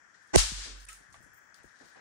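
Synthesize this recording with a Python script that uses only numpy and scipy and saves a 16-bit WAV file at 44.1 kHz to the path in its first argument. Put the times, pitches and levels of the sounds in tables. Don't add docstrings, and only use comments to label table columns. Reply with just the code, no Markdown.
import sys
import numpy as np
from scipy import signal
from scipy.fft import rfft, irfft, next_fast_len
from scipy.io import wavfile
from scipy.ndimage import uniform_filter1d

SR = 44100
rng = np.random.default_rng(int(sys.argv[2]) if len(sys.argv) > 2 else 0)


def transcribe(signal):
    frames = np.atleast_2d(signal).T
    limited = np.clip(frames, -1, 1)
    pcm = np.round(limited * 32767).astype(np.int16)
    wavfile.write(sys.argv[1], SR, pcm)


def volts_from_decibels(level):
    exponent = np.asarray(level, float) / 20
    return 10 ** exponent


N = 88552
CRACK_S = .36


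def read(table, hz):
    table = np.array(table)
    return np.interp(np.log(np.maximum(hz, 1)), np.log(table[:, 0]), table[:, 1])


def noise(db_of):
    n = next_fast_len(N, True)
    hz = np.arange(n // 2 + 1) * SR / n
    white = rng.standard_normal((2, n))
    x = irfft(rfft(white) * volts_from_decibels(db_of(hz)), n)[:, :N]
    return x / np.sqrt(np.mean(x ** 2))


def hump(hz, width_oct):
    return lambda f: -np.minimum(12 * (np.log2(np.maximum(f, 1) / hz) / width_oct) ** 2, 80)


def fade(u, t60, rise):
    v = np.maximum(u, 0)
    return (1 - np.exp(-v / rise)) * volts_from_decibels(-60 * v / t60)


def walk(rate):
    k = int(SR / rate)
    steps = np.repeat(rng.standard_normal((2, N // k + 1)), k, axis=1)
    return 0.99 * uniform_filter1d(steps, k)[:, :N]


def lean(db):
    return volts_from_decibels(np.array([[db / 2], [-db / 2]]))


# hz, level_db per Hz
FAN_COLOUR = [(18, -64), (45, -19.5), (190, -15.5), (520, -18), (1110, -12.5), (1520, -5), (2500, -21),
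              (3250, -50.5), (5500, -120)]
FAN_DB, FAN_SWELL_DB, FAN_LEAN_DB = -60.5, 1, 10
PEAK_HZ, PEAK_WIDTH_HZ, PEAK_DB, FLICKER_DB = 1743, 220, 6.5, 4.5


def fan(t):
    bed = noise(lambda f: read(FAN_COLOUR, f) - 1.0 * (f < 1300)) * volts_from_decibels(0.99 * walk(7.6))
    flicker_db = FLICKER_DB * np.tanh(walk(70))
    peak = noise(hump(PEAK_HZ, PEAK_WIDTH_HZ / 1000)) * volts_from_decibels(PEAK_DB - 8 + flicker_db)
    return volts_from_decibels(FAN_DB - 5 + FAN_SWELL_DB * t / 2) * (bed + peak) * lean(FAN_LEAN_DB)


# hz, level_db per Hz
HISS_COLOUR = [(1470, -36), (2500, -10), (2800, -14), (3320, -5.5), (3810, -25), (5640, -3), (7580, -7.5),
               (9230, -23.5), (12000, -18.5), (15600, -41), (22000, -120)]
HISS_DB = -73.5
QUIET_TOP_HZ, QUIET_TOP_DB = 12800, -19


def air_hiss():
    colour = noise(lambda f: read(HISS_COLOUR, f) + QUIET_TOP_DB * (f > QUIET_TOP_HZ))
    return volts_from_decibels(HISS_DB + 1.5 * walk(4.9)) * lean(3.9) * colour


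# time_s, level_db
RUSTLE_LEVEL = [
    (0, -87.5),
    (.6, -62.5),
    (.68, -81.5),
    (.76, -95),
    (1.5, -86),
    (1.7, -74.5),
    (1.87, -65.5),
    (2.0, -72.5),
]


def cloth(t):
    level_db = np.interp(t, *np.array(RUSTLE_LEVEL).T) + 2.3 * walk(80)
    return noise(hump(4500, 1.2)) * volts_from_decibels(level_db)


# start_s, length_s, level_db, pitch_hz
BRIGHT_RUSTLES = [(0.767, 0.08, -70, 15200), (.885, .04, -68, 15200), (.93, 0.053, -68, 15200),
                  (1.122, .035, -76, 15000), (1.198, 0.056, -72, 15200), (1.331, 0.062, -65.5, 15000),
                  (1.4, .09, -74.5, 15600), (1.332, 0.067, -68, 13000), (1.497, .015, -74, 15400),
                  (1.543, .05, -74, 15100), (1.635, 0.041, -75, 15600), (1.705, 0.018, -78.5, 15000),
                  (1.845, .065, -73, 15100)]


def bright_rustles(t):
    out = 0
    for start, length, db, hz in BRIGHT_RUSTLES:
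        hold = np.clip(np.minimum(t - start, start + length - t) / 0.0065, 0, 1)
        out = out + volts_from_decibels(db + 3 * walk(150)) * hold * noise(hump(hz, .07))
    return out


# start_s, peak_db, pitch_hz, t60_s, left_minus_right_db
KNOCK_EVENTS = [(0.422, -53.5, 200, 0.2, 9), (.57, -58, 303, 0.43, -6), (.655, -48.5, 260, 0.39, -1.5),
                (.69, -56.5, 300, 0.38, 3), (0.999, -54, 206, 0.1, 1.5), (1.08, -59.5, 80.6, 1, 7.5),
                (1.145, -50, 897, 0.15, -3), (1.161, -58, 67, 0.75, 8.5), (1.197, -57, 205, 0.18, 8.5),
                (1.259, -54, 202, 0.086, 11), (1.599, -53.5, 100, 0.11, 5), (1.646, -51, 300, 0.08, 3),
                (1.641, -51.5, 79, 0.17, 6.5), (1.804, -50.5, 350, 0.32, 1), (1.831, -62.5, 80, 0.25, 7),
                (1.957, -57.5, 300, 0.3, 2.5), (1.956, -49.5, 840, 0.35, -0.5),
                (1.58, -60, 1000, 0.59, 2.5)]


def knocks(t):
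    out = 0
    for start, db, hz, t60, pan_db in KNOCK_EVENTS:
        body = noise(hump(hz, 1.69))
        out = out + volts_from_decibels(db - 5.0) * lean(pan_db) * fade(t - start, t60, 0.0044) * body
    return out


# start_s, peak_db, start_pitch_hz, t60_s, left_minus_right_db
TAP_EVENTS = [
    (0.505, -49, 450, 0.016, 0),
    (0.518, -41.5, 328, 0.11, 14),
    (1.143, -42.5, 1840, 0.0095, 5.5),
    (1.6421, -48.5, 627, 0.029, 15),
    (1.817, -56.5, 707, 0.046, 2),
    (1.955, -49, 1900, 0.0064, 5),
]
TAP_CYCLES = 2.24


def taps(t):
    out = 0
    for start, db, hz, t60, pan_db in TAP_EVENTS:
        age = np.maximum(t - start, 0)
        turns = TAP_CYCLES * np.log(1 + age * hz / TAP_CYCLES)
        tone = fade(t - start, t60, 0.43 / hz) * np.sin(2 * np.pi * turns)
        out = out - volts_from_decibels(db) * lean(pan_db) * tone
    return out


# start_s, peak_db, pitch_hz, t60_s
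PIECE_RINGS = [
    (.8905, -47, 1290, 0.13),
    (.918, -49, 1320, .12),
    (.8845, -47, 2560, .06),
    (1.1435, -49, 1170, 0.045),
]


def piece_rings(t):
    out = 0
    for start, db, hz, t60 in PIECE_RINGS:
        tone = np.sin(2 * np.pi * hz * (t - start) + 0.97 * walk(90))
        out = out + volts_from_decibels(db) * fade(t - start, t60, 0.00074) * tone
    return out


# start_s, peak_db, pitch_hz, left_minus_right_db, room_tail_db
GRIT_TICKS = [(0.142, -68, 4430, 0, 5), (.22, -69, 7890, 2, 0), (.272, -61, 8200, 0, -9),
              (.8, -53, 7300, 4, -1.5), (0.851, -50, 9370, -11, -12), (0.887, -39.5, 8540, -3, -9),
              (0.892, -52.5, 8100, 13, 0), (0.929, -43.5, 6770, -3, -9), (.9285, -46, 11500, 0, -10),
              (.89, -43.5, 2370, -1.5, -5.5), (.963, -58, 14000, 2, -17), (1.126, -56, 6340, -0.5, 0),
              (1.142, -49, 2030, 5.5, -15), (1.226, -60.5, 8500, 1.5, -0.5), (1.333, -60, 12660, 4, -9),
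              (1.245, -60, 9500, 3, -13.5), (1.543, -55, 4700, 3, -6), (1.5435, -53, 10500, 0, -11.5),
              (1.102, -65, 9500, -2, -5), (1.344, -57, 12600, 2, -13), (1.376, -62.5, 14950, 4, -8),
              (1.713, -74, 14800, 0, -16), (1.792, -64.5, 8400, 0.5, -6), (.77, -62, 12000, 0, -12),
              (1.633, -58, 8600, 4, -4.5), (1.859, -68.5, 9450, -5, 1.5)]
GRIT_T60_S, GRIT_ROOM_T60_S = 0.018, 0.34


def grit(t):
    out = 0
    for start, db, hz, pan_db, room_db in GRIT_TICKS:
        u = t - start
        wide = noise(hump(min(hz, 9000), 1.0))
        tick = fade(u, GRIT_T60_S, 0.00021) * (noise(hump(hz, 0.19)) + 1.03 * wide)
        tail = volts_from_decibels(room_db) * fade(u, GRIT_ROOM_T60_S, 0.0042) * wide
        out = out + volts_from_decibels(db - 4.0) * lean(pan_db) * (tick + tail)
    return out


# pitch_hz, left_db, right_db, t60_s
BASS_MODES = [
    (43.7, -41.7, -37.1, 1.8),
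    (49.65, -36.3, -33.3, 1.5),
    (93, -54, -56, 1.6),
    (65.1, -15.3, -15.7, .14),
    (50.9, -17.3, -18, .18),
]
# upward_swing_s after the burst, right_lag_s
MODE_PHASE = [(.0284, -.0006), (.0316, -.0016), (.03, 0), (.048, -.004), (.0312, .0072)]
GONE_S, RELEASE_S = 0.72, .3
LOCK_S, LOCK_HZ = .4, 46.7


def bass_modes(u):
    out = 0
    release = np.clip((GONE_S - u) / RELEASE_S, 0, 1)
    for (hz, left_db, right_db, t60), (step, lag) in zip(BASS_MODES, MODE_PHASE):
        lock = (hz < 50) * (hz - LOCK_HZ) * np.maximum(u - LOCK_S, 0)
        turns = hz * (u - step - np.array([[0], [lag]])) - lock
        gains = volts_from_decibels(np.array([[left_db], [right_db]]))
        out = out + gains * fade(u, t60, 0.0089) * release * np.sin(2 * np.pi * turns)
    return out


# hz, level_db per Hz
TAIL_COLOUR = [(88, -48), (150, -11.5), (624, -7), (1170, -9), (2760, -10), (3220, -6), (6140, -1),
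               (8730, 1), (16000, -38)]
# hz, left_minus_right_db
TAIL_BALANCE = [(60, 0.5), (110, -2.5), (200, -2.5), (380, -1.5), (700, -2.5), (1290, 3.5), (2380, -4),
                (4400, 11.5), (8120, -3), (15000, -12)]
# hz, t60_s
TAIL_DECAY = [(200, .25), (700, 0.41), (1500, 1.28), (3000, 1.083), (6000, 0.86), (10000, 0.5),
              (15000, 0.55)]
# time_s, gain_db
DUCK_GAIN = [
    (.36, -27),
    (.372, -11),
    (.384, 0),
    (.55, -0.5),
    (.66, 6.5),
    (.75, 1.5),
    (.86, -1),
]
TAIL_DB, AIR_DB, AIR_T60_S = -26, -50.5, .35
EARLY_DB, EARLY_SHARE = 11, 0.24


def diffuse_tail(u):
    out = 0
    for hz in 150 * 2 ** np.arange(0, 7, .5):
        t60 = read(TAIL_DECAY, hz)
        shape = fade(u, t60, .002) + volts_from_decibels(EARLY_DB) * fade(u, t60 * EARLY_SHARE, .002)
        band_db = read(TAIL_COLOUR, hz) + 10 * np.log10(hz / 5000) - 6.5
        out = out + volts_from_decibels(band_db) * lean(read(TAIL_BALANCE, hz)) * shape * noise(hump(hz, 0.53))
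    top = noise(lambda f: -60. * (np.abs(f - 15100) > 900))
    air = volts_from_decibels(AIR_DB) * fade(u - .012, AIR_T60_S, 0.0045) * top
    duck = volts_from_decibels(np.interp(u + CRACK_S, *np.array(DUCK_GAIN).T))
    return (out * volts_from_decibels(TAIL_DB) + air) * duck


# hz, level_db per Hz
SMEAR_COLOUR = [(100, -9.5), (300, -2.5), (550, -5), (1000, -8), (2000, -13.5), (3700, -21), (6200, -14.5),
                (8200, -16.5)]
# pitch_hz, level_db
SMEAR_TONES = [(305, -2.5), (530, -6.5), (660, -10), (830, -7.5)]
SMEAR_S, SMEAR_DB, SMEAR_RISE_DB, SMEAR_END_T60_S = 0.029, -18.5, 14, .006
SURGE_DB, SURGE_S = 6.5, 0.003
SMEAR_TOP_HZ, SMEAR_OVER_DB = 8300, -27.5
COMB_DB, OPPOSED = 6, 0.37
TONES_END_S = .002


def smear(u):
    swell = np.clip(1 + u / SMEAR_S, 0, 1)
    rise_db = SMEAR_RISE_DB * (swell - 1) + SURGE_DB * np.exp(np.minimum(u, 0) / SURGE_S)
    end_db = -60 * np.maximum(u, 0) / SMEAR_END_T60_S
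    shape = np.clip(swell / 0.39, 0, 1) * volts_from_decibels(rise_db + end_db)
    comb = COMB_DB * rng.standard_normal((2, 200))

    def colour(f):
        cut_db = SMEAR_OVER_DB * (f > SMEAR_TOP_HZ) - 40 * (f > 12500)
        return read(SMEAR_COLOUR, np.minimum(f, 8000)) + cut_db + comb[:, (f // 130).astype(int)]

    x = noise(colour)
    tones = 0
    for hz, db in SMEAR_TONES:
        tones = tones + volts_from_decibels(db) * np.sin(2 * np.pi * (hz * u + rng.random((2, 1))))
    tones = tones * np.clip(-u / TONES_END_S, 0, 1)
    return volts_from_decibels(SMEAR_DB) * shape * lean(-2) * (x - OPPOSED * x[::-1] / 2 + tones)


# level_db, polarity, start_s, cycles per e-fold of time, time_scale_s
PANEL_THUMP = [
    (-9.5, -1, .00033, 1.426, .00157),
    (-3.8, 1, .00014, 1.348, .00154),
]
THUMP_SAG, THUMP_T60_S = (.24, .2), .144
HOLE_HZ, HOLE_DB, HOLE_OCT = 170, (0, -9), .6


def thump(u):
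    out = []
    for (db, sign, start, cycles, scale), sag, hole_db in zip(PANEL_THUMP, THUMP_SAG, HOLE_DB):
        age = 1 + np.maximum(u - start, 0) / scale
        pitch_hz = cycles / scale / age
        hole = volts_from_decibels(hole_db * np.exp(-(np.log2(pitch_hz / HOLE_HZ) / HOLE_OCT) ** 2))
        shape = fade(u - start + 0.00025, THUMP_T60_S, .0001) * age ** -sag
        out.append(sign * volts_from_decibels(db) * hole * shape * np.cos(2 * np.pi * cycles * np.log(age)))
    return np.array(out)


# lead_s, spike_db, microphone_ring_hz, ring_db, ring_rise_s
CRACK_SPIKE = [
    (0.0001, -3, 6100, -9, .0018),
    (-.0001, -3, 8800, -4, .0008),
]
ECHO_S, ECHO_DB = .0035, (-24.5, -12)


def crack(u):
    out = []
    for (lead, db, hz, ring_db, rise), echo_db in zip(CRACK_SPIKE, ECHO_DB):
        v = u - lead
        spike = -v / 3e-5 * np.exp(.5 - .5 * (v / 3e-5) ** 2)
        ring_shape = np.exp(np.where(v < 0, v / rise, -v / 0.00039))
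        ring = ring_shape * np.sin(2 * np.pi * hz * v + 0.7 * walk(1500)[0])
        blast = volts_from_decibels(db) * spike + volts_from_decibels(ring_db) * ring
        out.append(blast - volts_from_decibels(echo_db) * np.roll(blast, int(ECHO_S * SR)))
    return np.array(out)


# hz, gain_db
DULL_TOP = [(9800, 0.5), (11000, -7), (12500, -7), (13400, -12), (14200, -13.5), (14700, -5.5), (15700, -9),
            (16000, -42.5)]
# hz, left_minus_right_db
PORT_BALANCE = [(1500, -1), (5000, 7.5), (7000, 6.5), (9000, -9.5), (12000, -2), (15000, -0.5)]


def scene():
    t = np.arange(N) / SR
    u = t - CRACK_S
    hz = np.arange(N // 2 + 1) * SR / N
    ports = volts_from_decibels(np.outer([.5, -.5], read(PORT_BALANCE, hz)))
    steady = fan(t) + air_hiss()
    small = cloth(t) + bright_rustles(t) + knocks(t) + taps(t) + piece_rings(t) + grit(t)
    room = bass_modes(u) + diffuse_tail(u)
    quiet = irfft((rfft(room + steady) + rfft(small) * ports) * volts_from_decibels(read(DULL_TOP, hz)), N)
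    return quiet + smear(u) + thump(u) + crack(u)


def band_limit(x):
    return signal.sosfilt(signal.butter(12, 16990, fs=SR, output="sos"), x)


DIP_S, DIP_HALF_S = .8615, .008


def record(dry):
    t = np.arange(N) / SR
    dip = np.clip(np.abs(t - DIP_S) / DIP_HALF_S, .05, 1)
    rounded = np.tanh(0.71 * dry * dip) / 0.68
    top = signal.ellip(8, .2, 50, 16700, fs=SR, output="sos")
    low = signal.butter(2, 32, "high", fs=SR, output="sos")
    mix = signal.sosfilt(np.vstack([top, low]), rounded)
    return band_limit(mix)


dry = scene()
out = record(dry)
transcribe(out)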